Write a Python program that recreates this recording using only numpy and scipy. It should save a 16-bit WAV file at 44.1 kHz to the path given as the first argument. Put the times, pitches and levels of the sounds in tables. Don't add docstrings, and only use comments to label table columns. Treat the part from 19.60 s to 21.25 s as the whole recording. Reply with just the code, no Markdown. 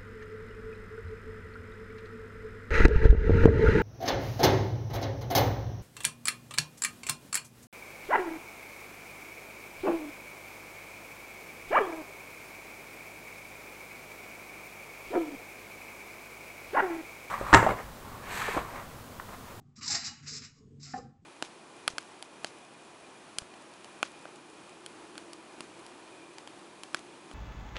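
import sys
import numpy as np
from scipy import signal
from scipy.fft import rfft, irfft, next_fast_len
from scipy.io import wavfile
from scipy.ndimage import map_coordinates

SR = 44100
rng = np.random.default_rng(int(sys.argv[2]) if len(sys.argv) > 2 else 0)


def transcribe(signal):
    frames = np.atleast_2d(signal).T
    limited = np.clip(frames, -1, 1)
    pcm = np.round(limited * 32767).astype(np.int16)
    wavfile.write(sys.argv[1], SR, pcm)


N = 72765

# f/Hz, relative level/dB
ROOM_TONE = [(25, -5.5), (45, -14), (90, 4), (160, 3), (260, -7.5), (400, -23), (600, -22), (1150, -28),
             (1700, -30), (4000, -37.5), (7600, -37), (8400, -52.5)]
# f/Hz, level/dB
HUM_NOTES = [(100, -74), (148, -73), (247, -81)]
# f/Hz, fade time/s (the time to drop by 60 dB)
ECHO_FADES = [(150, 0.22), (800, 0.38), (1500, 0.39), (3000, 0.31), (8000, 0.24)]
# t/s, length/s, thud level/dB, plate drone level/dB
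PALM_PRESSES = [(-.02, 0.029, -57.5, -81), (.05, 0.044, -63.5, -58), (0.173, 0.11, -55, -70.5),
                (0.288, 0.059, -50.5, -71.5), (0.392, 0.14, -56.5, -88.5), (0.603, 0.071, -61, -53.5),
                (0.702, 0.076, -54.5, -59.5), (0.803, 0.029, -57, -57.5), (0.979, 0.11, -56.5, -64),
                (1.101, 0.11, -56.5, -52.5), (1.209, 0.1, -58.5, -58), (1.339, 0.091, -50, -62),
                (1.431, 0.068, -59.5, -57), (1.616, .04, -59, -76)]
# f/Hz, relative level/dB
THUD_TONE = [(40, -17.5), (70, -14), (95, -2), (120, -7.5), (146, 1), (185, -3), (250, -2.5), (310, -12),
             (400, -18.5), (600, -47)]
# t/s, length/s, level/dB, f/Hz
PLATE_MURMURS = [(-.02, 0.032, -74, 770), (.0, 0.21, -86, 1180), (0.167, 0.057, -64, 1220),
                 (0.216, 0.029, -52.5, 1192), (0.247, 0.034, -59, 950), (0.29, 0.075, -52, 773),
                 (0.341, 0.03, -49.5, 772), (0.311, 0.042, -58, 360), (0.383, 0.15, -63, 827),
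                 (0.662, 0.14, -65.5, 436), (0.794, 0.031, -68, 440), (0.946, 0.096, -77, 1097),
                 (0.957, 0.22, -68.5, 424), (1.262, 0.01, -63, 713), (1.256, 0.047, -66.5, 1340),
                 (1.359, 0.044, -56, 488), (1.369, 0.016, -54.5, 1240), (1.457, 0.0062, -70, 1780)]
# f/Hz, relative level/dB, fade time/s
LOW_NOTES = [(190.3, -8.5, 0.33), (241.4, -1.5, 0.19), (423.5, 4, 0.16), (476, -8.5, 0.19),
             (752, 1.5, 0.12), (792, -0.5, 0.22), (1053, -15, 0.25), (1245, -7, 0.2), (1358, -17.5, 0.26),
             (1425, -14.5, .14), (1561, -17, 0.11), (1750, -13, 0.12), (1896, -22.5, .18),
             (2379, -25, 0.11)]
# t/s, relative level/dB, rise time/s, centre f/Hz, spread/octaves
COUNTER_KNOCKS = [(1.3363, -38.5, 0.00047, 1835, 0.37), (1.336, -41.5, 0.0033, 226, 0.42),
                  (1.340, -35.5, 0.0079, 810, .4), (1.374, -41, .016, 485, 0.14)]
# f/Hz, relative level/dB
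SCRATCH_TONE = [(2000, -42), (3300, -20.5), (3900, -4), (4400, -4.5), (5050, 3), (5750, -1.5), (6300, -5.5),
                (7000, -4.5), (7600, -1.5), (8000, -16.5), (8450, -30.5)]
# f/Hz, relative level/dB
RUB_TONE = [(400, -29), (650, -14.5), (900, -13.5), (1150, 2), (1500, 2), (2150, 5.5), (2600, 2),
            (3200, -4.5), (4500, -18.5)]
# f/Hz, relative level/dB, fade time/s
BRIGHT_NOTES = [(1120, -10, .25), (2104, -8, .25), (2907, 1, 0.49), (3760, -8, .45), (4090, -2, .5),
                (4737, -7.5, 0.24), (4880, -3.5, .36), (4953, -3.5, 0.13), (5060, -14.5, .33),
                (5020, -8, 0.11), (5395, -15.5, 0.17), (6730, -4, 0.46), (7340, -5, .33), (7530, -8, .35)]
# t/s, length/s, scratch level/dB, rub level/dB, boost to the steel's ringing/dB
FINGER_STROKES = [(0.156, 0.038, -57, -68, 0), (0.207, .016, -51.5, -53, 13.5),
                  (0.222, 0.025, -41.5, -52, 3), (0.253, 0.075, -40, -53.5, -19.5),
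                  (0.273, 0.01, -31, -49.5, -9), (0.299, 0.031, -29.5, -43.5, -8.5),
                  (0.332, 0.0025, -37, -41, 13.5), (0.343, 0.015, -29, -39.5, 3),
                  (0.365, 0.076, -49, -54, 11), (0.439, 0.037, -37, -51.5, -2.5),
                  (0.469, 0.02, -58, -50.5, 12), (0.511, 0.049, -67.5, -62, -5),
                  (0.565, 0.039, -64.5, -64, -6), (0.62, 0.072, -61.5, -63.5, 10),
                  (0.659, .01, -49.5, -55, 11), (0.669, 0.03, -42.5, -55, -1.5),
                  (0.704, 0.016, -44.5, -69.5, -4.5), (0.722, 0.058, -43, -55.5, -20.5),
                  (0.78, 0.012, -65, -58.5, -18), (0.814, 0.042, -50, -57, -0.5),
                  (0.869, 0.023, -66, -67.5, 1), (0.937, 0.052, -71, -79.5, 3.5),
                  (1.195, 0.048, -60, -74, 12.5), (1.225, 0.026, -48.5, -65, -9.5),
                  (1.248, 0.077, -53.5, -62.5, -8), (1.332, .04, -59.5, -62, -9),
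                  (1.37, 0.013, -56.5, -67, -3)]


def amp(db):
    return 10 ** (np.asarray(db) / 20)


def unit(x):
    return x / np.sqrt(np.mean(x ** 2) + 1e-20)


def along(points, hz):
    f, values = np.transpose(points)
    return np.interp(np.log(hz + 1), np.log(f + 1), values)


def filtered(x, gain_at):
    size = next_fast_len(N + SR // 2)
    return irfft(rfft(x, size) * gain_at(np.fft.rfftfreq(size, 1 / SR)), size)[:N]


def coloured(x, tone):
    return unit(filtered(x, lambda hz: amp(along(tone, hz))))


def wobble(per_s):
    return map_coordinates(rng.standard_normal(4096), [np.arange(N) * per_s / SR], mode="wrap")


def wavering(hz, t, radians, per_s):
    return np.sin(2 * np.pi * hz * t + radians * wobble(per_s))


def envelope(starts, lengths, levels_db, attack_s, release_s):
    t = np.arange(N) / SR - starts[:, None]
    since_end = np.maximum(t - lengths[:, None], 0)
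    shape = np.clip(t / attack_s, 0, 1) * np.exp(-since_end / release_s)
    return np.sqrt(np.sum((amp(levels_db)[:, None] * shape) ** 2, axis=0))


def fade(t, fade_s):
    return np.exp(-np.log(1000) * t / fade_s)


def background():
    t = np.arange(N) / SR
    hum = sum(amp(db) * np.sqrt(2) * wavering(hz, t, radians=.5, per_s=5.6) for hz, db in HUM_NOTES)
    return hum + amp(-66) * coloured(rng.standard_normal(N), ROOM_TONE)


def kitchen_echo(x, level_db):
    hz, t, spectrum = signal.stft(rng.standard_normal(SR // 2), SR, nperseg=256)
    fading = fade(t, along(ECHO_FADES, hz)[:, None])
    _, tail = signal.istft(spectrum * fading, SR, nperseg=256)
    tail = np.pad(tail, (SR // 200, 0))
    return amp(level_db) * signal.fftconvolve(x, tail / np.linalg.norm(tail))[:N]


def kneading():
    start, length, thud_db, drone_db = np.transpose(PALM_PRESSES)
    level = lambda db: envelope(start, length, db, attack_s=.0089, release_s=.031)
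    drone = unit(wavering(144, np.arange(N) / SR, radians=.92, per_s=20))
    thud = coloured(rng.standard_normal(N), THUD_TONE)
    return thud * level(thud_db) + drone * level(drone_db)


def murmuring():
    width_octaves = .19
    out = np.zeros(N)
    for start, length, db, hz in PLATE_MURMURS:
        peak = lambda f: 1 / (1 + (np.log2((f + 1) / hz) / width_octaves) ** 2) ** 2
        band = unit(filtered(rng.standard_normal(N), peak))
        out += band * envelope(np.array([start]), np.array([length]), [db], attack_s=.011, release_s=.014)
    return out


def rocking():
    out = np.zeros(N)
    for start, knock_db, rise_s, centre_hz, octaves in COUNTER_KNOCKS:
        t = np.maximum(np.arange(N) / SR - start, 0)
        rise = 1 - np.exp(-t / rise_s)
        punch = amp(9.5) * fade(t, fade_s=.057)
        for hz, note_db, fade_s in LOW_NOTES:
            share = np.exp(-.5 * (np.log2(hz / centre_hz) / octaves) ** 2)
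            note = wavering(hz, t, radians=.61, per_s=30)
            out += share * amp(knock_db + note_db) * rise * (fade(t, fade_s) + punch) * note
    return out


def grit():
    slips_per_s, scatter_db, clump_db = 7700, 1.5, .5
    slips = (rng.random(N) < slips_per_s / SR) * rng.choice([-1, 1], N)
    sizes = amp(scatter_db * rng.standard_normal(N))
    return slips * sizes * amp(clump_db * wobble(per_s=110))


def scraping():
    start, length, scratch_db, rub_db, ring_db = np.transpose(FINGER_STROKES)
    scratch, rub = coloured(grit(), SCRATCH_TONE), coloured(grit(), RUB_TONE)
    level = lambda db: envelope(start, length, db, attack_s=.0078, release_s=.012)
    push = scratch * level(scratch_db + ring_db) + rub * level(rub_db + ring_db)
    t = np.arange(SR) / SR
    ring = sum(amp(db) * fade(t, fade_s) * np.sin(2 * np.pi * hz * t) for hz, db, fade_s in BRIGHT_NOTES)
    singing = signal.fftconvolve(push, ring / np.linalg.norm(ring))[:N]
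    return scratch * level(scratch_db) + rub * level(rub_db) + amp(-19.5) * singing


def scene():
    mixing = scraping() + kneading() + murmuring()
    clonk = rocking()
    echo = kitchen_echo(mixing, level_db=-6.5) + kitchen_echo(clonk, level_db=-9)
    return (mixing + clonk + echo + background())[None]


def record(dry):
    top_hz = 8380
    low_pass = signal.ellip(12, .1, 90, top_hz, fs=SR, output="sos")
    return signal.sosfilt(low_pass, dry)


dry = scene()
out = record(dry)
transcribe(out)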